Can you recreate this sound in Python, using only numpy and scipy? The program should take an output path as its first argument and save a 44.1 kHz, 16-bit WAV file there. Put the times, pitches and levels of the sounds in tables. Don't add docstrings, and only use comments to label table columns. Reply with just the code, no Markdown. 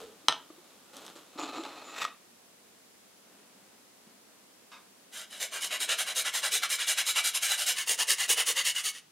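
import sys
import numpy as np
from scipy import signal
from scipy.fft import rfft, irfft
from scipy.io import wavfile
from scipy.ndimage import uniform_filter1d, map_coordinates

SR = 44100
rng = np.random.default_rng(int(sys.argv[2]) if len(sys.argv) > 2 else 0)


def generate_wav(sig):
    pcm = np.round(np.clip(np.atleast_2d(sig).T, -1, 1) * 32767).astype(np.int16)
    wavfile.write(sys.argv[1], SR, pcm)


N = 401751
TIME = np.arange(N) / SR
HZ = np.fft.rfftfreq(4096, 1 / SR)
SECOND_PASSAGE_S = 7.754


def amp(db):
    return 10 ** (np.asarray(db) / 20)


def evened(x):
    return x / np.sqrt(np.mean(x ** 2) + 1e-20)


def read(points, hz):
    f, value = np.transpose(points)
    return np.interp(np.log(hz + 1), np.log(f + 1), value)


def level(curve, fade_db_per_s=250):
    s, db = np.transpose(curve)
    fade_db = fade_db_per_s * np.maximum(TIME - s[-1], 0)
    return (TIME >= s[0]) * amp(np.interp(TIME, s, db) - fade_db)


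def gestures(rows, attack_s, release_db_per_s):
    gain = np.zeros(N)
    for start, length, db, *_ in rows:
        t = np.arange(0, length + 1, 1 / SR)
        release_db = release_db_per_s * np.maximum(t - length, 0)
        add(gain, start, np.minimum(t / attack_s, 1) * amp(db - release_db))
    return gain


def add(mix, s, sound):
    part = mix[round(s * SR):][:len(sound)]
    part += sound[:len(part)]


def ringing(t, hz, t60):
    return np.exp(-np.log(1000) * t / t60) * np.sin(2 * np.pi * hz * t)


def humps(modes):
    return sum(db / (1 + (2 * (HZ - hz) / width) ** 2) for hz, width, db in modes)


def response(db, low_cut_hz=105):
    db = db - 10 * np.log10(1 + (low_cut_hz / (HZ + 1)) ** 4)
    log_gain = np.log(amp(np.maximum(db, db.max() - 90)))
    mirrored = np.r_[log_gain, log_gain[-2:0:-1]]
    minimum_phase = np.exp(np.conj(signal.hilbert(mirrored)))
    h = np.fft.ifft(minimum_phase).real
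    return h / np.linalg.norm(h)


def through(x, db):
    return signal.oaconvolve(x, response(db))[:N]


def crackle(count, per_s, spread_db):
    size = amp(spread_db * np.minimum(rng.exponential(1, count), 4))
    happens = rng.random(count) < per_s / SR
    return evened(size * rng.standard_normal(count) * happens)


# (frequency [Hz], t60 [s])
ECHO_DECAY = [(150, 0.52), (1000, 0.29), (3000, 0.28), (7000, 0.2), (15000, 0.13)]


def reflections():
    count = SR // 2
    echoes = rng.choice([-1., 1.], count) * (rng.random(count) < .15)
    hz, t, z = signal.stft(echoes, SR, nperseg=256)
    decay = amp(-60 * t / read(ECHO_DECAY, hz)[:, None])
    tail = signal.istft(z * decay, SR, nperseg=256)[1]
    tail *= np.clip(np.arange(len(tail)) / SR / 0.0036 - 1, 0, 1)
    return tail / np.linalg.norm(tail)


# (frequency [Hz], level [dB])
SIDE_REMAINDER = [(100, -3), (300, -18), (700, -25), (1400, -81), (2800, -63), (5500, -65), (12000, -70)]


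def kitchen(x, wet_db):
    mid, side = (amp(wet_db) * signal.oaconvolve(x, reflections())[:N] for _ in range(2))
    padded = 2 ** 19
    side_gain = amp(read(SIDE_REMAINDER, np.fft.rfftfreq(padded, 1 / SR)))
    side = irfft(rfft(side, padded) * side_gain)[:N]
    return x + mid + np.array([side, -side])


# (frequency [Hz], early level [dB], settled level [dB],
# level of the part that differs between the ears [dB])
ROOM_TONE = [(25, -32, -37, -26), (50, -24, -19, -27), (71.54, -15.5, -11, -26), (111, -9, -13, -16.5),
             (146, -9, -1.5, -12), (197, 3, -2.5, -5), (260.6, 0.5, -3.5, -4.5), (500, -2, -9, -4),
             (800, -5, -9, -4.5), (1493, -8, -11, -11), (5890, -11, -12.5, -10), (10100, -12, -16, -12),
             (15800, -19.5, -23, -21)]
SETTLING_S = (6.06, 6.8)


def hush(gain_db=-49.5, second_side_db=-3):
    hz, *columns = np.transpose(ROOM_TONE)
    f = np.fft.rfftfreq(N, 1 / SR)
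    early, late, side = (irfft(rfft(rng.standard_normal(N)) * amp(read(np.c_[hz, db], f)), N)
                         for db in columns)
    settled = np.interp(TIME, SETTLING_S, [0, 1])
    centre = np.sqrt(1 - settled) * early + np.sqrt(settled) * late
    side = side * amp(second_side_db * (TIME >= SECOND_PASSAGE_S))
    return amp(gain_db) * (centre + np.array([side, -side]))


# (start [s], length [s], level [dB])
DIG_MOVES = [(0, 0.0076, -48.5), (.928, 0.16, -51.5), (1.152, .022, -54.5)]
# (frequency [Hz], level [dB])
POWDER_COLOUR = [(88, -42), (150, -5), (314, 0), (381, -2), (471, 1.5), (948, -4), (1060, -3), (1240, -2.5),
                 (2230, -12), (3410, -5), (5330, -14), (6860, -12.5), (11100, -21), (12500, -18),
                 (15500, -32)]
# (time [s], level [dB])
LIP_LEVEL = [(1.33, -56), (1.37, -53), (1.388, -34.5), (1.518, -44), (1.536, -38.5), (1.634, -45.5),
             (1.65, -38), (1.686, -52), (1.95, -47.5)]
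# (time [s], level [dB])
EDGE_LEVEL = [(1.68, -54.5), (1.85, -58), (1.952, -49), (1.98, -37.5), (2.005, -41.5), (2.014, -31),
              (2.052, -36.5), (2.06, -63)]
# (frequency [Hz], level [dB])
LIP_COLOUR = [(100, -19), (200, -10.5), (280, -0.5), (750, 4), (1300, -2), (1700, -7.5), (3600, -6.5),
              (6000, -13.5), (9000, -27), (16000, -38)]
EDGE_COLOUR = [(100, -24), (300, -10.5), (800, -3), (1900, -4.5), (3600, -7.5), (5500, -12), (7500, -16),
               (9000, -28), (12000, -28), (16000, -37)]
# (frequency [Hz], width [Hz], height on the lip [dB], height on the edge [dB])
TIN_MODES = [(305, 94, 7, -5), (1247, 180, 12, 7), (1894, 86, -5.5, 9), (2550, 200, 8, 9.5),
             (3650, 280, 4, 7), (4090, 180, 10.5, 4), (5900, 260, -5, 5), (6950, 300, 9, 3),
             (7820, 440, 10, 10), (9100, 220, 5, 10), (10200, 260, 9, 13), (13600, 700, 9, 15)]
STIR_END_S, STIR_DB = 1.36, -64
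JUDDER_DB, JUDDER_S = 2.5, .014


def spoon_drag(powder_coupling=0.22, lip_gain_db=-0.5):
    hz, width, lip_db, edge_db = np.transpose(TIN_MODES)
    on_lip, on_edge = humps(zip(hz, width, lip_db)), humps(zip(hz, width, edge_db))
    judder = np.interp(TIME / JUDDER_S, np.arange(SR), rng.standard_normal(SR))
    sliding = level(LIP_LEVEL, fade_db_per_s=128) * amp(lip_gain_db + JUDDER_DB * judder)
    lip_force = sliding * crackle(N, per_s=2500, spread_db=0)
    lip = through(lip_force, read(LIP_COLOUR, HZ) + on_lip)
    edge_force = level(EDGE_LEVEL) * crackle(N, per_s=2700, spread_db=0)
    edge = through(edge_force, read(EDGE_COLOUR, HZ) + on_edge)
    digs = gestures(DIG_MOVES, attack_s=0.0042, release_db_per_s=162)
    digging = np.hypot(digs, amp(STIR_DB) * (TIME < STIR_END_S))
    powder_force = digging * crackle(N, per_s=6000, spread_db=3.0)
    powder = through(powder_force, read(POWDER_COLOUR, HZ) + powder_coupling * on_lip)
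    return lip + edge + powder


# (time [s], mean pitch [Hz], level [dB])
WALL_CHATTER = [(0, 443, -59), (.022, 442, -53.5), (.052, 431, -48), (.08, 430, -58), (.11, 433, -60),
                (.15, 427, -74)]


def chatter(waver=0.083, flutter=0.52):
    s, hz, db = np.transpose(WALL_CHATTER)
    drift, swell = (evened(uniform_filter1d(rng.standard_normal(N), 300)) for _ in range(2))
    turns = np.cumsum(np.interp(TIME, s, hz) * (1 + waver * drift)) / SR
    return np.sqrt(2) * level(np.c_[s, db]) * (1 + flutter * swell) * np.sin(2 * np.pi * turns)


# (time [s], level [dB], frequency [Hz], t60 [s])
UTENSIL_BUMPS = [(0.241, -45, 323, .06), (.285, -42, 142, 0.093), (0.285, -30.5, 286, 0.051),
                 (0.501, -33, 330, 0.035), (.501, -43.5, 610, 0.027), (.501, -44, 1190, 0.027),
                 (.579, -46.5, 357, 0.11), (1.156, -42.5, 326, 0.066), (1.357, -32, 284, 0.038),
                 (1.573, -34, 326, 0.1), (1.592, -31, 340, 0.09), (2.05, -15, 1237, 0.022),
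                 (4.067, -47, 211, 0.061)]


def bumps(rise_cycles=1.13):
    out, t = np.zeros(N), np.arange(SR // 4) / SR
    for s, db, hz, t60 in UTENSIL_BUMPS:
        swell = 1 - np.exp(-(hz * t / rise_cycles) ** 2)
        add(out, s, amp(db) * swell * ringing(t, hz, t60))
    return out


# (time [s], strength [dB], tilt [dB per octave])
SPOON_KNOCKS = [(0.284, 7.5, 1.5), (0.285, 3, 4.5), (.2862, -10, -2), (0.2882, -15, -9), (0.2944, -3, -6),
                (0.3246, -7, 0), (.968, -22.5, 14), (1.05, -31, 12), (1.0648, -24, 14), (1.08, -23, 1),
                (1.1669, -29, 4), (1.637, -21, 4), (2.051, -13, 4)]
# (frequency [Hz], level [dB])
KNOCK_COLOUR = [(100, -37), (300, -8.5), (550, -7), (850, 9), (1400, 5.5), (2100, -9), (2600, 1),
                (3700, 5.5), (4500, -7.5), (5200, -4.5), (6300, -7), (7100, -23), (7900, -14.5),
                (10800, -24), (15500, -42)]
# (frequency [Hz], level [dB], t60 [s])
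KNOCK_RING = [(697, -19, 0.16), (795, 6, 0.076), (1000, 15, 0.079), (1130, -0.5, .12), (1420, 7, 0.15),
              (1810, 5, 0.13), (2620, -17.5, 0.17), (2662, -9, .13), (3170, -6, .1), (3535, -12, 0.078),
              (3662, -16, 0.082), (3900, -21, .14), (4000, -3, .11), (5160, -17, .12), (5130, -11.5, .09),
              (5400, -15, .12), (5630, -18.5, 0.13), (6100, -16.5, .11), (7900, -21.5, 0.091),
              (8120, -9, .13)]


def knocks(ring_db=-51, smear=0.5, clatter_db=-7, clatter_t60=0.055):
    cracks, ring, t = np.zeros(N), np.zeros(N), np.arange(SR // 3) / SR
    for s, db, tilt_db in SPOON_KNOCKS:
        tilt = tilt_db * np.log2(HZ / 3000 + 0.19)
        add(cracks, s, amp(db) * response(read(KNOCK_COLOUR, HZ) + tilt))
        for k, (hz, mode_db, t60) in enumerate(KNOCK_RING):
            gain = (-1) ** k * amp(db + ring_db + mode_db + tilt_db * np.log2(hz / 3000))
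            add(ring, s, gain * ringing(t, hz, t60))
    for _ in range(8):
        cracks = signal.lfilter([-smear, 1], [1, -smear], cracks)
    dense = rng.standard_normal(len(t)) * np.exp(-np.log(1000) * t / clatter_t60)
    clatter = signal.oaconvolve(cracks, dense / np.linalg.norm(dense))[:N]
    return cracks + ring + amp(clatter_db) * clatter


# (start [s], length [s], level [dB], pitch [Hz])
SPOON_SQUEALS = [(1.389, .03, -46, 7040), (1.545, 0.069, -59, 7120), (1.832, .08, -58, 6990),
                 (1.958, .035, -54, 7250)]


def squeal(width_hz=380):
    start, length, _, hz = np.transpose(SPOON_SQUEALS)
    r = np.exp(-np.pi * width_hz / SR)
    noise = rng.standard_normal(N) + 1j * rng.standard_normal(N)
    ring = signal.lfilter([1], [1, -2 * r, r * r], noise)
    turns = np.cumsum(np.interp(TIME, start + length / 2, hz)) / SR
    tone = evened((ring * np.exp(2j * np.pi * turns)).real)
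    return gestures(SPOON_SQUEALS, attack_s=.02, release_db_per_s=300) * tone


# (start [s], length [s], level [dB])
SPICE_SHAKES = [(3.24, 0.23, -66), (3.53, .27, -70), (4.04, 0.066, -65.5), (4.25, .04, -67),
                (4.38, .04, -73)]
# (frequency [Hz], level [dB])
SPICE_COLOUR = [(80, -16), (200, 4), (500, -1.5), (1400, -5), (3000, -11), (7000, -21), (15000, -35)]


def sifting():
    flow = gestures(SPICE_SHAKES, attack_s=0.03, release_db_per_s=122.5)
    return through(flow * crackle(N, per_s=3700, spread_db=2.0), read(SPICE_COLOUR, HZ))


# (time [s], strength [dB])
CLINK_CONTACTS = [(4.7168, -22.5), (4.752, -35)]
# (frequency [Hz], level [dB])
CLINK_COLOUR = [(300, -25), (700, -16), (1100, -1), (1500, -8), (1900, -16), (2300, -9), (2700, -11.5),
                (3300, -17), (3700, -5), (4200, -18), (5000, -14), (7000, -23), (12000, -36)]


def clinks(fade_s=0.013):
    force, t = np.zeros(N), np.arange(SR // 10) / SR
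    for s, db in CLINK_CONTACTS:
        rattle = crackle(len(t), per_s=5500, spread_db=2.5) * np.exp(-t / fade_s)
        add(force, s, amp(db) * rattle / np.linalg.norm(rattle))
    return through(force, read(CLINK_COLOUR, HZ))


CATCH_S, SKATE_DB = .018, -4
CHIP_DB, CHIP_S = 3, 0.0019


def hold_of_teeth(t):
    chip_at, chip_size = rng.uniform(0.212, .8) * t[-1], 2 * rng.random()
    surge_db = CHIP_DB * chip_size * np.exp(-((t - chip_at) / CHIP_S) ** 2)
    return amp(SKATE_DB * (t < CATCH_S) + surge_db)


def blade_echo(force, speed, near_s=0.000522, travel_s=0.000882, strength=0.32):
    place = np.cumsum(speed) / speed.sum()
    nearest_s = near_s * (1 + 2 * rng.random())
    slide_s = travel_s * rng.uniform(0.33, 1)
    lag = nearest_s + slide_s * (place if rng.random() < .5 else 1 - place)
    returned = map_coordinates(force, [np.arange(len(force)) - lag * SR], order=3)
    return (force + strength * returned) / np.hypot(1, strength)


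# (frequency [Hz], pushed [dB], drawn back [dB])
BITE_COLOUR = [(450, 0, 0.5), (1190, -4.5, 2), (2800, -2, .5), (7500, -0.5, -2), (13000, 2, -2)]
# (time [s], level [dB])
LOW_END_LEVEL = [(5.1, 10), (5.8, 11.5), (6.05, 4), (6.5, 7), (6.75, 0.5), (7.25, -0.5), (7.5, 0),
                 (7.78, 2.5), (7.93, 11), (8.13, 2.5), (8.43, 11.5), (8.7, -2), (8.97, 2.5)]
LOW_END_HZ = (700, 1240)
FASTEST_SHARE = .455
SPEED_POWER = 1.305


def stroke(row, passage, teeth_hz=420, jitter=.3, snag=0.3, patchy_db=2.5):
    start, length, db, bite = row
    t = np.arange(0, length, 1 / SR)
    speed = np.abs(np.sin(np.interp(t / length, [0, FASTEST_SHARE, 1], [0, np.pi / 2, np.pi])))
    wander = evened(uniform_filter1d(rng.standard_normal(SR // 4), 200))[:len(t)]
    teeth = np.cumsum(teeth_hz * speed * (1 + jitter * wander)) / SR + rng.random()
    cutting = evened(1 - snag + 2 * snag * np.exp(-(teeth % 1) / 0.38))
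    crumbs = crackle(SR // 4, per_s=22000, spread_db=0.5)[:len(t)]
    force = blade_echo(speed ** SPEED_POWER * cutting * crumbs, speed)
    hz = np.fft.rfftfreq(len(t), 1 / SR)
    pushing = (1 + bite) / 2
    colour = read([(f, drawn + (pushed - drawn) * pushing) for f, pushed, drawn in BITE_COLOUR], hz)
    low_db = np.interp(start + length / 2, *np.transpose(LOW_END_LEVEL))
    low_end = low_db / (1 + (hz / LOW_END_HZ[passage]) ** 4)
    path = np.interp(hz, np.linspace(0, SR / 2, 160), rng.standard_normal(size=160))
    coloured = irfft(rfft(force) * amp(colour + low_end + patchy_db * path), len(t))
    return amp(db) * hold_of_teeth(t) * coloured


# (start [s], length [s], level [dB], bite [about 1 pushed on the teeth, about -1 drawn back])
NUT_STROKES = [(5.108, 0.16, -41, -0.14), (5.286, 0.13, -44.5, -0.56), (5.383, 0.095, -33, 0.86),
               (5.503, 0.11, -35.5, -1.2), (5.593, 0.101, -33, 1), (5.69, 0.1, -32.5, -1.8),
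               (5.785, 0.082, -30, 0.4), (5.871, 0.091, -27.5, -1.6), (5.966, 0.081, -28, -0.13),
               (6.047, 0.098, -33, -1.2), (6.141, 0.098, -27.5, 0.95), (6.233, 0.081, -30.4, -1.4),
               (6.319, 0.095, -28.5, 0.38), (6.411, 0.093, -28.5, -1), (6.5, 0.099, -26, 1),
               (6.612, 0.061, -28, -1.3), (6.682, 0.095, -27.5, 0.74), (6.768, 0.1, -31.5, -1.2),
               (6.855, 0.093, -25.5, 0.72), (6.957, 0.08, -26, -0.68), (7.046, 0.09, -26, 1),
               (7.141, 0.083, -25.5, -1.2), (7.223, 0.094, -26, 1), (7.328, 0.065, -27.5, 0.29),
               (7.404, 0.09, -26.5, 1), (7.467, 0.11, -27, -0.18), (7.561, 0.1, -28.5, 0.52),
               (7.646, 0.097, -25.5, 1), (7.745, 0.11, -31.5, -1), (7.856, 0.11, -26, 1),
               (7.971, 0.078, -26.5, -0.51), (8.064, 0.093, -23, 0.64), (8.165, 0.11, -28, -0.88),
               (8.274, 0.08, -21.5, 0.94), (8.354, 0.091, -25.5, -0.64), (8.447, 0.093, -25.5, 1),
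               (8.543, 0.096, -26.5, -1.3), (8.631, 0.1, -25.5, -0.014), (8.733, 0.1, -31, -1.1),
               (8.823, 0.1, -29, 0.45), (8.92, 0.094, -45, -1.2)]
# (frequency [Hz], width [Hz], height in the first passage [dB], height in the second passage [dB])
BLADE_MODES = [(607, 580, 7.5, -7.5), (986, 81, -0.5, 4), (1103, 42, 5.5, 0), (1156, 500, 0.0, 9.5),
               (1389, 386, 16, 1.5), (1619, 230, 11.5, 2), (1729, 224, 11.5, 12.5), (1984, 287, 16.5, 12),
               (2197, 88, 10.5, 9.5), (2303, 48, 13, 0), (2413, 34, 12, -5), (2855, 344, 10.5, 12.5),
               (3930, 280, 8.5, 1), (4520, 160, -0.8, 8), (5136, 176, 7.5, 5.5), (6300, 800, 7, 3.5),
               (6880, 340, 4.5, 2), (7286, 190, 10, 3), (7590, 170, 8.5, 1), (8114, 250, 13, 7),
               (8650, 400, 9, 8), (9165, 230, 15.5, 14), (9460, 200, 10.5, 5.5), (9620, 140, 7.5, 11.5),
               (10100, 560, 13, 11), (10830, 370, 7, 10), (11570, 334, 7.5, 3.5), (12200, 318, 0.5, 3.3)]
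# (frequency [Hz], first passage [dB], second passage [dB])
RASP_COLOUR = [(120.0, -50, -45), (241, -39.5, -35), (480, -22.5, -11.5), (1010, -16.5, -19.5),
               (1726, -27, -19.5), (3190, -2, -2.5), (4750, -6.5, -7.5), (6850, -9, -4), (9790, -18, -16),
               (12600, -13, -15), (15500.0, -22.5, -18)]
PASSAGE_DB = (0.11, 0.3)


def grater(passage, gain_db):
    force = np.zeros(N)
    for row in NUT_STROKES:
        start, length = row[:2]
        in_second_passage = start + length / 2 >= SECOND_PASSAGE_S
        if in_second_passage == passage:
            add(force, start, stroke(row, passage))
    modes = [(hz, width, heights[passage]) for hz, width, *heights in BLADE_MODES]
    broad = [(hz, dbs[passage]) for hz, *dbs in RASP_COLOUR]
    return amp(gain_db) * through(force, read(broad, HZ) + humps(modes))


def scene():
    mix = hush()
    mix = mix + kitchen(spoon_drag() + chatter() + squeal() + sifting(), wet_db=-9.5)
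    mix = mix + kitchen(bumps(), wet_db=-15.5)
    mix = mix + kitchen(knocks(), wet_db=-12.0)
    mix = mix + kitchen(clinks(), wet_db=4.0)
    first, second = (grater(passage, gain_db) for passage, gain_db in enumerate(PASSAGE_DB))
    return mix + kitchen(first, wet_db=-9.5) + kitchen(second, wet_db=-12.5)


def record(dry):
    low_pass = signal.firwin(511, 15850, window=("kaiser", 9), fs=SR)
    return signal.oaconvolve(dry, low_pass[None], "same")


dry = scene()
out = record(dry)
generate_wav(out)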